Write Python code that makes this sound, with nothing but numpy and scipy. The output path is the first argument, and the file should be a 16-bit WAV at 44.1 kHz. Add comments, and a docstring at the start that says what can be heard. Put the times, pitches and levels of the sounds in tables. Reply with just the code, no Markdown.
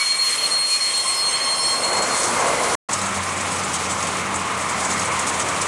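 """Diesel locomotives braking and idling

In a station hall, stick-slip friction makes one wheel squeal on a high resonance; others join briefly
and brake blocks grind. Engine roar and clatter grow louder as the squeal fades. After a short silence
the front locomotive is heard from close by: two engines idle with a low periodic throb, a mid-range
roar and a clatter of valves and injectors, whose impacts excite the resonances of covers and pipes."""
import sys
import numpy as np
from scipy import signal
from scipy.fft import rfft, irfft, next_fast_len
from scipy.io import wavfile
from scipy.ndimage import uniform_filter1d

SR = 44100
rng = np.random.default_rng(int(sys.argv[2]) if len(sys.argv) > 2 else 0)


def waveform_to_disk(signal):
    """Save audio, clipped to [-1, 1], as 16-bit WAV at the path in sys.argv[1]."""
    frames = np.transpose(np.atleast_2d(signal))
    scaled = np.clip(frames, -1, 1) * 32767
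    samples = np.round(scaled).astype(np.int16)
    wavfile.write(sys.argv[1], SR, samples)


N = 250047
T = np.arange(N) / SR
SILENCE_START_S, SILENCE_END_S = 2.753, 2.887

# The main wheel's ring holds, then dies as the train slows. Each row: time in seconds, level in dB.
RING_LEVEL = [(0, -21.5), (.45, -20), (.66, -19.5), (.8, -22.5), (1.47, -22), (1.62, -25), (1.75, -23.5),
              (2.05, -29), (2.2, -32.5), (2.3, -42), (2.75, -45.5)]
# The brake block lets go for an instant. Each row: time in seconds, depth of the dip in dB.
SLIPS = [(.17, 12), (.31, 11.5), (.37, 9), (.409, 9), (0.49, 15), (.79, 18), (.919, 11), (1.048, 14),
         (1.17, 2.5), (1.311, 12), (1.39, 24), (1.57, 7), (1.81, 14), (2.08, 17)]
# Combination tones. Each row: multiple of the ring, multiple of the lower mode, relative level in dB.
SIDEBANDS = [(0, 1, -2.5), (1, -1, -6.5), (1.001, 1, -4), (2.001, -1, -8.5), (2, 1, -6), (.5, 0, -11.5),
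             (1.5, 0, -9.5)]
# The lower mode joins late and catches twice. Each row: time in seconds, sideband level in dB.
SIDEBAND_LEVEL = [(0, -46), (.65, -51), (1.05, -35), (1.2, -42), (1.35, -34), (1.67, -32), (1.8, -36.5)]
# Other wheels. Each row: start in seconds, length in seconds, pitch in Hz, glide in Hz/s, level in dB.
WHEEL_SQUEALS = [(0, .25, 2250, 160, -36), (0, 1.1, 10575, 0, -46), (.36, .1, 3220, -700, -40),
                 (.38, .08, 2990, 0, -41), (.47, .08, 1150, 600, -34), (.7, .16, 2480, -200, -36),
                 (.86, .19, 3240, -250, -43), (1.02, .13, 9370, 300, -41), (1.03, .19, 7730, -200, -40),
                 (1.14, .09, 5170, 400, -35), (1.24, .21, 6300, 0, -42), (1.15, .8, 4202, 0, -41)]
# Rubbing of the brake blocks. Each row: time in seconds, grinding level in dB, hiss level in dB.
BRAKE_LEVELS = [(0, -35, -32.5), (.22, -36, -39.5), (.35, -34.5, -34.5), (.62, -39, -40.5),
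                (.75, -34.5, -32), (.92, -37.5, -35.5), (1.3, -37.5, -38), (1.6, -39, -38.5),
                (2.0, -38.5, -37), (2.25, -42, -35.5), (2.42, -37, -37), (2.75, -39.5, -36)]
# The clatter grows as the squeal fades, then wavers at idle. Each row: time in seconds, level in dB.
CLATTER_LEVEL = [(1.6, -58), (1.85, -37.5), (2.22, -28.5), (2.4, -33), (2.75, -34.5), (2.9, -32.5),
                 (3.4, -33.5), (3.55, -33), (3.95, -32), (4.45, -36.5), (4.95, -29), (5.12, -33),
                 (5.6, -31)]
# The loudest valve gear rattles. Each row: start in seconds, strength in dB.
LOUD_RATTLES = [(1.8322, -30), (1.9284, -31.5), (2.0184, -30), (2.1794, -33), (2.3944, -31.5),
                (2.6292, -33), (2.9277, -31), (3.012, -27.5), (3.1418, -29), (3.3159, -37), (3.5112, -31.5),
                (3.736, -31.5), (3.8956, -30.5), (4.0657, -33), (4.3386, -33.5), (4.899, -27), (4.991, -27),
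                (5.187, -26.5), (5.2649, -27), (5.3368, -33), (5.3926, -31.5), (5.483, -30.5), (5.613, -29)]
# Resonances of covers and pipes. Each entry: frequency in Hz.
CASING_HZ = [6580, 7220, 7840, 7920, 8980]
# The near engine. Each row: time in seconds, firing rate in Hz, level in dB.
FIRING = [(2.89, 95.1, -38), (4.45, 86.2, -43.5), (5.6, 86.3, -44)]
# Engine orders. Each row: multiple of the firing rate, relative level in dB.
ENGINE_ORDERS = [(1, -1.5), (1.5, -27), (2, -7.5)]
# Resonances of the engine block. Each row: frequency in Hz, bandwidth in Hz, level in dB.
BLOCK_MODES = [(1050, 32, -36.5), (1198, 68, -37.5), (1322, 110, -39), (2140, 120, -42)]
# Engine roar under the roof. Each row: time in seconds, level in dB.
HALL_ROAR_LEVEL = [(0, -42.5), (.25, -42.5), (.5, -34), (.75, -42), (1.27, -35), (1.6, -35), (1.98, -25.5),
                   (2.2, -28), (2.4, -24), (2.75, -25)]
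# Spectra of the five noises. Each row: frequency in Hz, relative spectral density in dB.
GRIND_SPECTRUM = [(800, -22), (1080, 2.5), (1500, -6.5), (2130, 4), (2600, -1), (3200, 2), (3700, -6),
                  (4300, -2), (4900, -16), (7000, -38.5)]
HISS_SPECTRUM = [(2500, -19.5), (4500, -12.5), (6200, -7.5), (9200, -6.5), (10400, -7.5), (11500, -25.5),
                 (13400, -30.5), (15600, -42.5)]
CLATTER_SPECTRUM = [(2000, -26), (3200, -3.5), (4500, -3), (6800, 0.5), (9400, -1), (10400, -7.5),
                    (11600, -22.5), (13700, -26.5), (15600, -35)]
IDLE_ROAR_SPECTRUM = [(18, -58), (30, -21), (54, -28), (86, -10.5), (122, -6), (194, -6), (371, -7),
                      (995, -2.5), (1060, 0), (1610, -9), (2210, -6.5), (4500, -23.5), (5850, -49),
                      (9900, -120)]
HALL_ROAR_SPECTRUM = [(18, -68.5), (30, -23), (240, -9.5), (412, -8.5), (510, -2), (764, -4.5),
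                      (1080, -0.5), (1250, -4.5), (1900, -14), (2100, -6.5), (2300, -14), (3000, -22.5),
                      (3900, -45)]


def wheel_squeal(ring_hz=4269, lower_mode_hz=1084, slip_s=.014, overtones_end_s=1.916):
    """Stick-slip sustains a wheel mode; nonlinearity adds harmonics and sidebands with a lower mode."""
    hz = ring_hz + 2.65 * walk(3.68)
    dips_db = sum(db * np.exp(-((T - s) / slip_s) ** 2) for s, db in SLIPS)
    direct = tone(hz, 1.2, 4, 30)
    # Weaker arrivals of the same ring interfere with the direct one, most at first.
    reflected = np.interp(T, (.45, .6), (.4, .2)) * tone(hz, 2.2, 24, 60)
    ring = undb(curves(RING_LEVEL)[0] - dips_db) * (direct + reflected)
    octave = tone(2 * hz, 1.55, 6.37, 29.46) + .5 * tone(2 * hz, 7.4, 30.3, 40)
    third_harmonic = undb(-21.5) * tone(3 * hz, 3.5, 9, 25)
    overtones = undb(-36 + 2 * T) * (octave + third_harmonic)
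    sideband_db = curves(SIDEBAND_LEVEL)[0]
    for of_ring, of_lower, db in SIDEBANDS:
        sideband_hz = of_ring * hz + of_lower * lower_mode_hz
        overtones += undb(sideband_db + db) * rubbed_mode(sideband_hz, width_hz=75)
    return ring + overtones * np.clip((overtones_end_s - T) / .083, 0, 1)


def other_wheels():
    """Friction excites a mode of each wheel for as long as it catches."""
    out = np.zeros(N)
    for start, length, hz, glide, db in WHEEL_SQUEALS:
        grip = np.clip(np.minimum(T - start, start + length - T) / .03 + .5, 0, 1)
        pitch_hz = hz + glide * np.clip(T - start, 0, length)
        out += undb(db) * grip * rubbed_mode(pitch_hz, width_hz=30)
    return out


def brake_blocks():
    """Sliding friction radiates broadband noise: a mid-range grinding and a high hiss."""
    grind_db, hiss_db = curves(BRAKE_LEVELS)
    grind = noise(GRIND_SPECTRUM, (2300, 3100), throb_db=1, flicker_db=1.5, rate_hz=16)
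    hiss = noise(HISS_SPECTRUM, (5500, 7300), throb_db=1.5, flicker_db=1.5, rate_hz=16)
    return undb(grind_db) * grind + undb(hiss_db) * hiss


def idling_engines(far_hz=192.5):
    """Periodic firing gives the near engine's orders and the far one's hum; casing and block resound."""
    firing_hz, firing_db = curves(FIRING)
    orders = sum(undb(db) * tone(order * firing_hz, 1.8, 2.5, 18) for order, db in ENGINE_ORDERS)
    far_hum = undb(-42) * tone(far_hz, 2.5, 3, 10)
    roar_db = -26.5 + .6 * (T - SILENCE_END_S)
    roar = noise(IDLE_ROAR_SPECTRUM, (270, 3400), throb_db=.28, flicker_db=1, rate_hz=14)
    block = sum(undb(db) * block_mode(hz, width_hz) for hz, width_hz, db in BLOCK_MODES)
    return undb(firing_db) * orders + far_hum + undb(roar_db) * roar + block


def block_mode(hz, width_hz):
    """A resonance of the block under random forcing rings in a narrow band; its level flickers."""
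    ring = resonate(rng.standard_normal(N), hz, width_hz)
    return ring / ring.std() * undb(2.6 * walk(9))


def valve_clatter(rise_s=.006, decay_s=.02, soft_from_s=1.8, soft_per_s=7):
    """Over a throbbing hiss, each impact is a noise burst that excites the casing modes in a new mix."""
    gain = undb(curves(CLATTER_LEVEL)[0])
    hiss = gain * noise(CLATTER_SPECTRUM, (5000, 10000), throb_db=1.5, flicker_db=1.3, rate_hz=70)
    drive = noise(CLATTER_SPECTRUM, (5000, 8200), throb_db=0, flicker_db=3.3, rate_hz=120)
    rings = np.array([resonate(drive, hz, width_hz=110) for hz in CASING_HZ])
    t = np.arange(SR // 10) / SR
    envelope = np.minimum(t / rise_s, 1) * np.exp(-np.maximum(t - rise_s, 0) / decay_s)
    # One softer rattle falls at random within each time slot.
    slots = np.arange(soft_from_s, N / SR - 1 / soft_per_s, 1 / soft_per_s)
    soft_starts = ((slots + rng.random(len(slots)) / soft_per_s) * SR).astype(int)
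    soft_sizes = gain[soft_starts] * undb(-2 - 1.5 * rng.standard_normal(len(slots)))
    impacts = [(int(s * SR), undb(db)) for s, db in LOUD_RATTLES] + list(zip(soft_starts, soft_sizes))
    mode_mixes = undb(1.8 * rng.standard_normal((len(impacts), len(CASING_HZ))))
    rattles = np.zeros(N)
    for (i, size), mix in zip(impacts, mode_mixes):
        n = min(len(t), N - i)
        burst = .8 * drive[i:i + n] + 1.3 * mix @ rings[:, i:i + n]
        rattles[i:i + n] += size * envelope[:n] * burst
    sustained_rings = gain * undb(-6.5) * sum(ring * undb(1.4 * walk(25)) for ring in rings)
    return hiss + rattles + sustained_rings


def hall_roar():
    """The engines radiate broadband noise under the roof; it grows louder as the squeal fades."""
    roar = noise(HALL_ROAR_SPECTRUM, (200, 900), throb_db=.4, flicker_db=.9, rate_hz=12)
    return undb(curves(HALL_ROAR_LEVEL)[0]) * roar


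def faint_squeaks(count=280, span_s=1.8, lo_hz=1900, hi_hz=10500, mean_length_s=.13):
    """Short, slightly gliding sines at scattered pitches superpose into a faint bed of squeaks."""
    out = np.zeros(N)
    for when, pitch, size, length, glide in rng.random((count, 5)):
        n = int(SR * mean_length_s * (.5 + length))
        i = int(when * span_s * SR)
        progress = np.arange(min(n, N - i)) / n
        hz = (lo_hz + (hi_hz - lo_hz) * pitch) * (1 + .0084 * (glide - .5) * progress)
        envelope = undb(-47 + 6.5 * size) * np.sin(np.pi * progress)
        out[i:i + len(progress)] += envelope * np.sin(2 * np.pi * np.cumsum(hz) / SR)
    return out


def rubbed_mode(hz, width_hz):
    """Rubbing modulates a mode at random, spreading part of its tone into a narrow band of noise."""
    return tone(hz, 2, .2 * width_hz, 20) * (1.1 + .65 * walk(width_hz))


def tone(hz, fade_db, wobble_hz, rate_hz):
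    """A sine of rms near 1 wavers in level and pitch, as interfering echoes in a hall make it do."""
    cycles = np.cumsum(hz + wobble_hz * walk(rate_hz)) / SR + rng.random()
    return np.sqrt(2) * undb(fade_db * walk(rate_hz)) * np.sin(2 * np.pi * cycles)


def noise(colour, unit_band_hz, throb_db, flicker_db, rate_hz):
    """Shaped noise, of rms 1 within unit_band_hz; half-octave bands then throb as one and flicker alone."""
    size = next_fast_len(N, True)
    hz = np.maximum(np.arange(size // 2 + 1) * SR / size, 1)
    knots_hz, knots_db = np.transpose(colour)
    shape_db = np.interp(np.log(hz), np.log(knots_hz), knots_db, -90, -90)
    spectrum = rfft(rng.standard_normal(size)) * undb(shape_db)
    in_band = (hz > unit_band_hz[0]) & (hz < unit_band_hz[1])
    spectrum /= np.sqrt(2 * np.sum(np.abs(spectrum[in_band]) ** 2)) / size
    common_db = throb_db * walk(rate_hz)
    half_octaves = 2 * np.log2(hz)
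    out = np.zeros(N)
    for centre in range(int(2 * np.log2(knots_hz[0])), int(2 * np.log2(knots_hz[-1])) + 2):
        band = np.clip(1 - np.abs(half_octaves - centre), 0, 1)
        out += irfft(spectrum * band, size)[:N] * undb(common_db + flicker_db * walk(rate_hz))
    return out


def resonate(drive, hz, width_hz):
    """A damped oscillator responds most strongly to forcing near its natural frequency."""
    return signal.lfilter(*signal.iirpeak(hz, hz / width_hz, fs=SR), drive)


def walk(rate_hz):
    """Random steps, smoothed twice, give a slow fluctuation with a spread near 1."""
    hold = int(SR / rate_hz)
    steps = np.repeat(rng.standard_normal(N // hold + 1), hold)
    return 1.335 * uniform_filter1d(uniform_filter1d(steps, hold), hold)[:N]


def curves(table):
    """Linear interpolation turns each column after the time into one value per sample."""
    seconds, *columns = np.transpose(table)
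    return [np.interp(T, seconds, column) for column in columns]


def undb(db):
    """Amplitude grows tenfold for every 20 dB."""
    return 10 ** (np.asarray(db) / 20)


def scene():
    """Sources superpose: the arrival before the silence, the idling after it, the clatter in both."""
    before = np.clip((SILENCE_START_S - T) / .001, 0, 1)
    after = np.clip((T - SILENCE_END_S) / .006, 0, 1)
    arrival = hall_roar() + brake_blocks() + faint_squeaks() + wheel_squeal() + other_wheels()
    return (before * arrival + after * idling_engines() + (before + after) * valve_clatter())[None]


def record(dry):
    """A band-stop filter cuts a narrow gap in the treble, and a steep low-pass removes the top."""
    gap = signal.butter(2, (11500, 12150), "bandstop", fs=SR, output="sos")
    low_pass = signal.ellip(8, .2, 70, 15700, fs=SR, output="sos")
    return signal.sosfilt(low_pass, signal.sosfilt(gap, dry))


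dry = scene()
out = record(dry)
waveform_to_disk(out)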